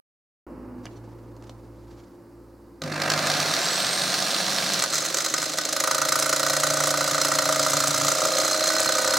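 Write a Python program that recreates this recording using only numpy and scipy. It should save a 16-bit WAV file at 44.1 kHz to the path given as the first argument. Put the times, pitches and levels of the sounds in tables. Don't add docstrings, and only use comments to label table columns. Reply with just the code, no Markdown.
import sys
import numpy as np
from scipy import signal
from scipy.fft import rfft, irfft
from scipy.io import wavfile
from scipy.ndimage import uniform_filter1d, map_coordinates

SR = 44100
rng = np.random.default_rng(int(sys.argv[2]) if len(sys.argv) > 2 else 0)


def store_wav(level_fs):
    pcm = np.round(np.clip(np.atleast_2d(level_fs), -1, 1) * 32767)
    wavfile.write(sys.argv[1], SR, pcm.T.astype(np.int16))


N = 404838
TIME = np.arange(N) / SR
TRIGGER_S, TOUCH_S, ENGAGED_S, BITE_S = 2.817, 4.7, 5.1, 5.877
RETURN_PLACE = .57


# time_s, level_db
RETURN_RUB = [(5.0, -5.5), (5.3, -2.5), (5.8, -20.5), (6.8, -8), (7.7, -10), (8.45, -3), (8.8, -8),
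              (9.18, -15)]
def teeth(turns):
    stroke = turns + 0.012 * drift(30)
    upstroke = (window(stroke, -0.037, 0.039) + 0.79 * window(stroke, 0.067, 0.045)
                + 0.25 * window(stroke, 0.16, 0.049))
    rub = gain_of(curves(RETURN_RUB)[0] + 2 * drift(37))
    rub *= window(stroke, RETURN_PLACE, 0.081) + 0.52 * window(stroke, 0.72, 0.2)
    contact = upstroke * gain_of(2.3 * drift(37) + 2.2 * hard_strokes()) + rub + 0.024
    coarse = colour(contact * repeating(turns), [(1800, -3.5), (3500, -6.5), (7000, -8.5)])
    fine = colour(contact * grit(0.22), [(1200, -0.5), (3000, -2.2)])
    tick = unit_rms(colour(grit(3.1), [(5000, -37), (9000, 3), (15000, -6)]))
    tick *= window(stroke, -0.015, 0.043) * step(5.7) * (1 - 0.58 * ramp(6.6, 8.3))
    snag_force = blows(turns, place=.14, spread_db=5, jitter=.06)
    snags = crunches(snag_force, 0.00092, [(1000, -38), (4000, -7), (6500, 9), (15000, -11)]) * step(6)
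    cutting = levelled(blade(gain_of(-2) * coarse + fine)) + gain_of(-1) * tick + gain_of(4.5) * snags
    entry_db = 4.5 * np.exp(-np.maximum(TIME - 4.95, 0) / 0.25)
    engagement = 0.46 * ramp(4.88, 4.93) + 0.47 * ramp(5.7, 5.75)
    return gain_of(-26.5 + entry_db + 1.28 * drift(7.1)) * cutting * engagement


HARD_STROKES = [5.908, 6.014, 6.328, 6.497, 6.636, 6.975, 7.009, 7.214, 7.248, 8.115, 8.25]
def hard_strokes():
    return sum(np.exp(-((TIME - time_s) / .012) ** 4) for time_s in HARD_STROKES)


# frequency_hz, gain_db
TOOTH_SPECTRUM = [(40, -77), (130, -46), (400, -8), (700, -13), (950, -18), (1350, -2), (1680, -13.5),
                  (1950, -6), (2700, -20), (3500, -16), (4200, -5.5), (5400, -6), (6400, -2), (8000, -6),
                  (9500, -14), (15000, -18)]
# pitch_hz, bandwidth_hz, gain_db
BLADE_MODES = [(4210, 134, 5.5), (5214, 124, 3.5), (6390, 500, 9), (6900, 190, -3), (7740, 220, 0),
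               (10240, 57, -18), (11500, 80, -19)]
def blade(force):
    broad = colour(force, TOOTH_SPECTRUM)
    tuned = ring(force, [(hz, 2.5 / width_hz, db) for hz, width_hz, db in BLADE_MODES])
    return broad + gain_of(-3) * tuned * np.std(broad) / np.std(tuned)


# pitch_hz, t60_s, gain_db
FLEX_MODES = [(150, 0.35, -2.5), (292, 0.28, -1.5)]
BOOM_MODES = [(265, 0.12, -16), (316.5, 0.22, 6), (373.3, 0.18, -5.5)]
LOW_DRUM = [(525.5, 0.092, 0.24), (555, 0.13, -1)]
HIGH_DRUM = [(560, 0.05, -3), (629, 0.15, -2.5), (733, 0.086, -22)]
LOW_RING = [(989, 0.08, -2.5), (1249, 0.075, 7.5), (1364, 0.062, 6)]
HIGH_RING = [(1496, 0.14, 2), (1844, 0.088, -12), (1900, 0.048, 0.5)]
# time_s, slack_share (0 held, 1 free)
SLACK = [(5.6, 0.55), (6.3, 0.8), (6.85, 0.96), (7.2, 0.85), (8.07, 1), (8.22, 0.52), (8.8, 0.32),
         (9.18, 0.83)]
# time_s, low_group_db, high_group_db
DRUM_LEVELS = [(5.0, -37, -42), (5.51, -40, -41), (5.9, -32, -34.5), (6.84, -34, -27.5), (7.05, -33, -31),
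               (7.22, -32.5, -32.5), (7.55, -30, -25.5), (7.98, -37, -33.5), (8.35, -25.5, -25.5),
               (8.46, -34, -28.5), (8.76, -34.5, -26.5), (9.0, -27, -30)]
RING_LEVELS = [(5.0, -54, -50), (5.72, -45, -42.5), (5.84, -28, -32), (6.5, -31.5, -30.5),
               (7.1, -29.5, -31.5), (7.6, -28, -34), (8.3, -31, -44), (8.65, -35.5, -32.5),
               (9.18, -27.5, -28.5)]
# frequency_hz, gain_db
BITE_SPECTRUM = [(500, -25.5), (850, -15), (1000, 0), (1300, 9.5), (1600, -7), (1900, -2), (2600, -14),
                 (4000, -42.5)]
def sheet(turns):
    slack = curves(SLACK)[0]
    low_drum, high_drum = gain_of(curves(DRUM_LEVELS))
    low_ring, high_ring = gain_of(curves(RING_LEVELS))
    bite = blows(turns, place=-.048, spread_db=3.5, jitter=.001) * gain_of(4 * hard_strokes())
    slap = blows(turns, place=0.1706, spread_db=3)
    chatter = window(turns, 0.28, 0.44) * rng.standard_normal(N)
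    lift = blows(turns, place=-.14, spread_db=2, wander=.009, jitter=.003)
    fall_back = np.roll(lift, round(.0095 * SR))
    drum_force = gain_of(-6) * lift + fall_back + .011 * chatter
    ring_force = bite + .02 * chatter
    out = gain_of(-32 - 31.5 * (1 - slack)) * radiate(slap + 0.0011 * chatter, FLEX_MODES)
    out += gain_of(-35.5 - 14.5 * slack ** 2) * radiate(slap + .008 * chatter, BOOM_MODES)
    out += low_drum * radiate(drum_force, LOW_DRUM) - high_drum * radiate(drum_force, HIGH_DRUM)
    out += low_ring * radiate(ring_force, LOW_RING) + high_ring * radiate(ring_force, HIGH_RING)
    out += gain_of(-39.5) * ramp(5.74, 5.8) * unit_rms(colour(bite, BITE_SPECTRUM))
    thump_spectrum = [(40, -55), (60, -43), (88, -6), (120, 5), (200, -31), (400, -20)]
    thump = unit_rms(colour(slap + 0.051 * chatter, thump_spectrum))
    out += gain_of(-49.5) * thump * ramp(BITE_S, 7.7)
    return out * (0.51 * ramp(4.3, 5.0) + 0.21 * ramp(5.1, 5.9))


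# start_s, scrape_db, ring_db
CATCHES = [(4.7348, -16, -38), (4.7915, -17, -40), (4.8231, -13, -36), (4.838, -14.5, -19.5),
           (4.9343, -18, -38), (4.9546, -13.5, -30), (4.9727, -23, -36), (5.0509, -15.5, -38),
           (5.144, -12.5, -28), (5.17, -12.5, -32), (5.1847, -16, -26), (5.2481, -19, -45),
           (5.262, -16.5, -24), (5.3394, -13, -19), (5.381, -17, -26), (5.4276, -16, -22),
           (5.585, -13.5, -18.5), (5.652, -17.5, -30), (5.7641, -21, -43), (8.52, -20, -29),
           (8.677, -13, -25)]
def catches():
    start_s, scrape_db, ring_db = np.transpose(CATCHES)
    scrapes = gain_of(-3) * bursts(zip(start_s, scrape_db), 0.0024, blade)
    drums = gain_of(-15.5) * struck(start_s, scrape_db, LOW_DRUM + HIGH_DRUM)
    rings = gain_of(-1.5) * struck(start_s, ring_db, LOW_RING) + struck(start_s, ring_db, HIGH_RING)
    return scrapes + drums + rings


# time_s, level_db
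SQUEAL_LEVELS = [(8.2, -60), (8.33, -33.5), (8.6, -34), (9.18, -39)]
def squeal(turns, pitch_hz=4180):
    tone = unit_rms(np.sin(2 * np.pi * pitch_hz * TIME + drift(80)))
    binding = unit_rms(window(turns, RETURN_PLACE, 0.072) + 0.072)
    return gain_of(curves(SQUEAL_LEVELS)[0] + 2.8 * drift(23.3)) * tone * binding * ramp(8.1, 8.2)


# time_s, stroke_rate_hz
CUT_SPEED = [(5.1, 24.93), (5.69, 26.15), (6.03, 28.77), (6.6, 29.54), (8.0, 28.51), (8.37, 30.82),
             (8.79, 31.97), (9.18, 32.62)]
def crank(free_rate_hz=25.619):
    engaged = ramp(TOUCH_S, ENGAGED_S)
    rate_hz = (1 - engaged) * free_rate_hz * spin_up() + engaged * curves(CUT_SPEED)[0]
    turns = np.cumsum(rate_hz) / SR
    return turns - np.interp(BITE_S, TIME, turns)


def spin_up(rise_s=.5603):
    return 1 - np.exp(-(np.maximum(TIME - TRIGGER_S, 0) / rise_s) ** 1.278)


# base_db, strain_db, still_db, wake_share
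SHAKE_LAW = (-30.5, 6, -5.5, 0.7)
GEAR_LAW = (-30, 11, -24.5, 0.16)
FAN_LAW = (-23, 10.5, -34, 0.44)
RATTLE_LAW = (-38.5, 16, -13, -0.7)
# frequency_hz, gain_db
SHAKE_SPECTRUM = [(60, -64), (100, -11), (160, 4), (240, 0.5), (340, 1), (480, -8.5), (700, -44)]
GEAR_SPECTRUM = [(60, -51), (250, -24), (450, -5.5), (610, 0), (780, -5.5), (1050, -7), (1500, -3.5),
                 (2100, -8.5), (2700, -12), (4000, -46)]
FAN_SPECTRUM = [(1500, -33.5), (2500, -5.5), (3100, -3), (4250, 6), (4800, 0), (5600, 1.5), (7200, -5),
                (8500, -6.5), (9600, -11.5), (15500, -20.5)]
# mains_harmonic, level_db
MAINS_BUZZ = [(2, -50), (3, -39.5), (4, -51), (5, -44.5), (6, -48.5)]
# stroke_harmonic, level_db
UNBALANCE = [(7, -47), (8, -43.5)]
# time_s, gain_db
LOAD_DAMPING = [(4.8, -2), (4.87, -7.5), (5.3, -10), (5.9, -9.5), (6.6, -8), (9.18, -6)]
def motor(turns, mains_hz=50):
    mains_cycles = (TIME - TRIGGER_S) * mains_hz
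    straining = 1 - ramp(3.13, 3.15)
    kicks = 1 + 2 * straining * window(mains_cycles, 0.19, 0.17)
    backlash = 1 + 0.43 * window(4 * turns, 0.4, 0.072)
    chop = kicks * backlash * gain_of(drift(90))
    shake = motor_level(*SHAKE_LAW) * levelled(colour(rng.standard_normal(N), SHAKE_SPECTRUM))
    shake *= gain_of(-8.5 - 2.4 * ramp(ENGAGED_S, BITE_S))
    buzz = harmonics(mains_cycles, MAINS_BUZZ, waver_rad=0.43) * (1 - ramp(3.48, 3.59))
    throb = harmonics(turns, UNBALANCE, waver_rad=0.62) * ramp(3.75, 4.0) * (1 - step(4.8))
    clatter = motor_level(*GEAR_LAW) * levelled(colour(chop * grit(3.25), GEAR_SPECTRUM))
    hiss = motor_level(*FAN_LAW) * levelled(colour(chop * grit(3.9), FAN_SPECTRUM))
    rattle = motor_level(*RATTLE_LAW) * shoe_rattle(chop)
    power_on = ramp(TRIGGER_S - .002, TRIGGER_S + 0.0025)
    return (shake + buzz + throb + clatter + hiss + rattle) * gain_of(curves(LOAD_DAMPING)[0]) * power_on


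def motor_level(base_db, strain_db, still_db, wake_share):
    pace = spin_up()
    return gain_of(base_db + strain_db * (1 - pace) + still_db * np.exp(-pace / wake_share))


def shoe_rattle(chop):
    drumming = radiate(chop * grit(6.6), LOW_DRUM + HIGH_DRUM)
    return drumming + gain_of(-17) * radiate(chop * grit(1.4), LOW_RING + HIGH_RING)


# time_s, level_db
WHINE_LEVELS = [(3.55, -55), (3.65, -36), (3.95, -39.5), (4.25, -47), (4.7, -53)]
def gear_whine(turns, meshes_per_stroke=363.5):
    phase = 2 * np.pi * meshes_per_stroke * turns + 0.57 * np.sin(2 * np.pi * turns) + drift(90)
    level = gain_of(curves(WHINE_LEVELS)[0] + 3 * drift(29))
    return level * unit_rms(np.sin(phase)) * ramp(TRIGGER_S, 3.3) * (1 - ramp(TOUCH_S, ENGAGED_S))


# start_s, level_db
MOTOR_KNOCKS = [(2.818, -20.5), (2.8367, -23), (2.9226, -23), (2.942, -25), (3.018, -15), (3.035, -20),
                (3.0755, -23), (3.1004, -9), (3.1178, -13), (3.1362, -12.5), (3.176, -14.5),
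                (3.2703, -13.5), (3.2995, -11.5), (3.3154, -15), (3.4, -11.5), (3.5377, -13),
                (3.6848, -17), (3.845, -19), (4.1404, -11.5), (4.3433, -16), (4.5838, -17)]
# frequency_hz, gain_db
CARRIER_SPECTRUM = [(80, -21), (250, -21), (1500, 4), (2800, -1.5), (4300, 9), (6500, 1.5), (10000, -13.5),
                    (16000, -18)]
def motor_knocks():
    start_s, level_db = np.transpose(MOTOR_KNOCKS)
    knocks = bursts(MOTOR_KNOCKS, 0.0028, lambda x: colour(x, CARRIER_SPECTRUM))
    return gain_of(-6.5) * knocks + gain_of(-8.5) * struck(start_s, level_db, LOW_RING + HIGH_RING)


# place_strokes, level_db
REVERSALS = [(.37, -18), (.92, -15.5)]
def reversals(turns):
    strikes = sum(gain_of(db) * blows(turns, place, spread_db=-1.5) for place, db in REVERSALS)
    running_free = ramp(3.14, 3.16) * (1 - ramp(TOUCH_S, 5.23))
    return crunches(strikes * running_free, 0.00094, CARRIER_SPECTRUM)


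# time_s, level_db
SLIDE_LEVELS = [(0.75, -52), (1.004, -67.5), (1.35, -76), (1.508, -64), (1.686, -73.5), (1.994, -63),
                (2.2, -76)]
# start_s, level_db
SHOE_TICKS = [(0.8545, -28), (1.3648, -45), (1.4232, -42), (1.4944, -32)]
# frequency_hz, gain_db
SCUFF_SPECTRUM = [(900, 5), (2500, -7.5), (4500, -5.5), (7000, -9), (10000, -21), (16000, -29)]
def handling():
    scuff = gain_of(curves(SLIDE_LEVELS)[0] + 4 + 3.8 * drift(35.2))
    scuff *= unit_rms(colour(grit(1.7), SCUFF_SPECTRUM)) * ramp(0.77, 0.93) * (1 - ramp(2.14, 2.3))
    clack_modes = [(1970, 0.029, -2), (2300, .012, 8), (2830, 0.018, 6), (4700, .012, -9)]
    clack = bursts([(0.8649, -39)], 0.0025, lambda x: ring(x, clack_modes))
    squeak = bursts([(0.955, -60)], .009, lambda x: ring(x, [(4320, .04, -4), (5970, .03, 0)]))
    ticks = gain_of(-4) * bursts(SHOE_TICKS, 0.0021, lambda x: colour(x, SCUFF_SPECTRUM))
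    return scuff + ticks + clack + squeak


# time_s, fundamental_db, octave_db
HUM_LEVELS = [(0.5, -51, -55), (0.61, -49, -68), (0.87, -54, -45), (1.94, -50.5, -51), (2.23, -69, -64),
              (2.37, -54, -56.5), (2.78, -58, -63)]
# frequency_hz, gain_db
WASH_SPECTRUM = [(21, -32), (35, -29), (64, -23), (81, -17), (120, -6), (136, -29), (147, -17), (184, -9.5),
                 (346, -6), (373, -12), (560, -14), (690, -24), (900, -17.5), (3000, -44), (3900, -86),
                 (6600, -120)]
def room(onset_s=.466):
    hum, octave = gain_of(curves(HUM_LEVELS))
    wash = gain_of(-54 + 12 * np.exp(-np.maximum(TIME - onset_s, 0) / 1.34))
    drone = gain_of(-90) + gain_of(-41.5) * ramp(onset_s, 0.67) * (1 - ramp(0.814, 0.864))
    partials = [(57.3, hum), (114.6, octave), (249, drone), (287, gain_of(-58)),
                (344.5, gain_of(-53)), (516, wash * gain_of(-15.5))]
    tones = sum(level * unit_rms(np.sin(2 * np.pi * hz * TIME + 0.19 * drift(4.4)))
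                for hz, level in partials)
    air = wash * unit_rms(colour(rng.standard_normal(N), WASH_SPECTRUM))
    hiss_spectrum = [(3200, -7), (4700, 2), (6000, -3), (15000, -5.5)]
    hiss = gain_of(-69) * unit_rms(colour(rng.standard_normal(N), hiss_spectrum))
    return (tones + air + hiss) * step(onset_s) * (1 - ramp(2.8, 3.6))


def echoes(t60_s):
    t = TIME[:SR // 2]
    decay = gain_of(-60 * t / t60_s) * (t > .002)
    spectrum = rfft(rng.standard_normal(len(t)) * decay)
    tail = irfft(spectrum / (abs(spectrum) + 1e-12), len(t)) * np.sqrt(decay)
    return tail / np.linalg.norm(tail)


def ring(force, modes):
    t = TIME[:SR // 2]
    response = sum(gain_of(db - 60 * t / t60_s) * np.sin(2 * np.pi * hz * t) for hz, t60_s, db in modes)
    slow_cut = signal.butter(2, modes[0][0] / 4, "highpass", fs=SR, output="sos")
    return signal.sosfilt(slow_cut, signal.oaconvolve(force, response)[:N])


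def radiate(force, modes):
    band = signal.butter(2, [.75 * modes[0][0], 1.4 * modes[-1][0]], "bandpass", fs=SR, output="sos")
    return levelled(signal.sosfilt(band, ring(force, modes)))


def struck(start_s, level_db, modes):
    force = np.zeros(N)
    force[np.round(start_s * SR).astype(int)] = gain_of(level_db)
    return ring(force, modes) / sum(gain_of(db) for _, _, db in modes)


def bursts(rows, decay_s, body):
    out, t = np.zeros(N), TIME[:SR // 10]
    envelope = np.exp(-t / decay_s) * (1 - np.exp(-3 * t / decay_s))
    envelope /= envelope.max()
    for start_s, level_db in rows:
        out[round(start_s * SR):][:len(t)] += gain_of(level_db) * envelope * rng.standard_normal(len(t))
    return body(out) / np.std(body(rng.standard_normal(N)))


def crunches(strikes, decay_s, spectrum):
    noise = rng.standard_normal(N)
    envelope = signal.oaconvolve(strikes, np.exp(-TIME[:SR // 50] / decay_s))[:N]
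    return colour(envelope * noise, spectrum) / np.std(colour(noise, spectrum))


def blows(turns, place, spread_db, wander=0, jitter=0):
    count = np.floor(turns - place + wander * drift(2.5) + jitter * drift(11))
    return np.diff(count, prepend=count[0]) * gain_of(spread_db * drift(22))


def harmonics(cycles, rows, waver_rad):
    return sum(gain_of(db) * unit_rms(np.sin(2 * np.pi * k * cycles + waver_rad * drift(14)))
               for k, db in rows)


def repeating(turns, size=1500):
    return map_coordinates(rng.standard_normal(size), [turns % 1 * size], order=1, mode="grid-wrap")


def grit(spread_db):
    return unit_rms(rng.standard_normal(N) * gain_of(spread_db * np.minimum(rng.exponential(1, N), 5)))


def drift(cutoff_hz):
    return unit_rms(irfft(rfft(rng.standard_normal(N)) * (np.fft.rfftfreq(N, 1 / SR) < cutoff_hz), N))


def colour(x, spectrum):
    gain_db = spectrum_at(spectrum, abs(np.fft.fftfreq(4096, 1 / SR)))
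    log_gain = np.log(gain_of(np.maximum(gain_db, -100)))
    taps = np.fft.ifft(np.exp(np.conj(signal.hilbert(log_gain)))).real
    return signal.oaconvolve(x, taps[:len(taps) // 2])[:N]


def spectrum_at(spectrum, hz):
    frequency_hz, gain_db = np.transpose(spectrum)
    return np.interp(np.log(hz + 1), np.log(frequency_hz + 1), gain_db)


def curves(rows):
    time_s, *columns = np.transpose(rows)
    return [np.interp(TIME, time_s, column) for column in columns]


def window(cycles, centre, width):
    return np.exp(-.5 * (((cycles - centre + .5) % 1 - .5) / width) ** 2)


def ramp(start_s, end_s):
    return np.clip((TIME - start_s) / (end_s - start_s), 0, 1)


def step(start_s):
    return ramp(start_s, start_s + .001)


def levelled(x):
    power = uniform_filter1d(uniform_filter1d(x ** 2, size=4500), size=4500)
    return x / np.sqrt(abs(power) + 0.0012 * np.mean(x ** 2))


def unit_rms(x):
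    return x / np.sqrt(np.mean(x ** 2) + 1e-20)


def gain_of(db):
    return 10 ** (np.asarray(db) / 20)


# frequency_hz, gain_db
SIDE_SPECTRUM = [(100, -17.5), (250, -12), (550, -11.5), (1200, -7.5), (4000, -10.5), (6000, -9),
                 (8000, -8.5), (10500, 4.5), (14000, -14)]
# frequency_hz, left_over_right_db
BALANCE = [(550, -0.1), (1200, -2.5), (8000, -1.5), (12000, -2.7)]
def scene():
    turns = crank()
    saw = handling() + motor(turns) + reversals(turns) + gear_whine(turns)
    saw += teeth(turns) + squeal(turns) + motor_knocks() + catches()
    reflections = gain_of(-10) * signal.oaconvolve(saw, echoes(t60_s=0.067))[:N]
    direct_and_early = saw + reflections + sheet(turns) + room()
    late = signal.oaconvolve(direct_and_early, echoes(t60_s=0.32))[:N]
    hz = np.fft.rfftfreq(N, 1 / SR)
    mid = rfft(direct_and_early)
    side = rfft(late) * gain_of(spectrum_at(SIDE_SPECTRUM, hz) - 3)
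    lean = gain_of(spectrum_at(BALANCE, hz) / 2)
    return irfft(np.array([(mid + side) * lean, (mid - side) / lean]), N)


def record(dry):
    rounded = dry / (1 + (dry / .52) ** 4) ** (1 / 4)
    low_pass = signal.firwin(511, 16000, window=("kaiser", 9), fs=SR)
    return signal.oaconvolve(rounded, low_pass[None], "same")


dry = scene()
out = record(dry)
store_wav(out)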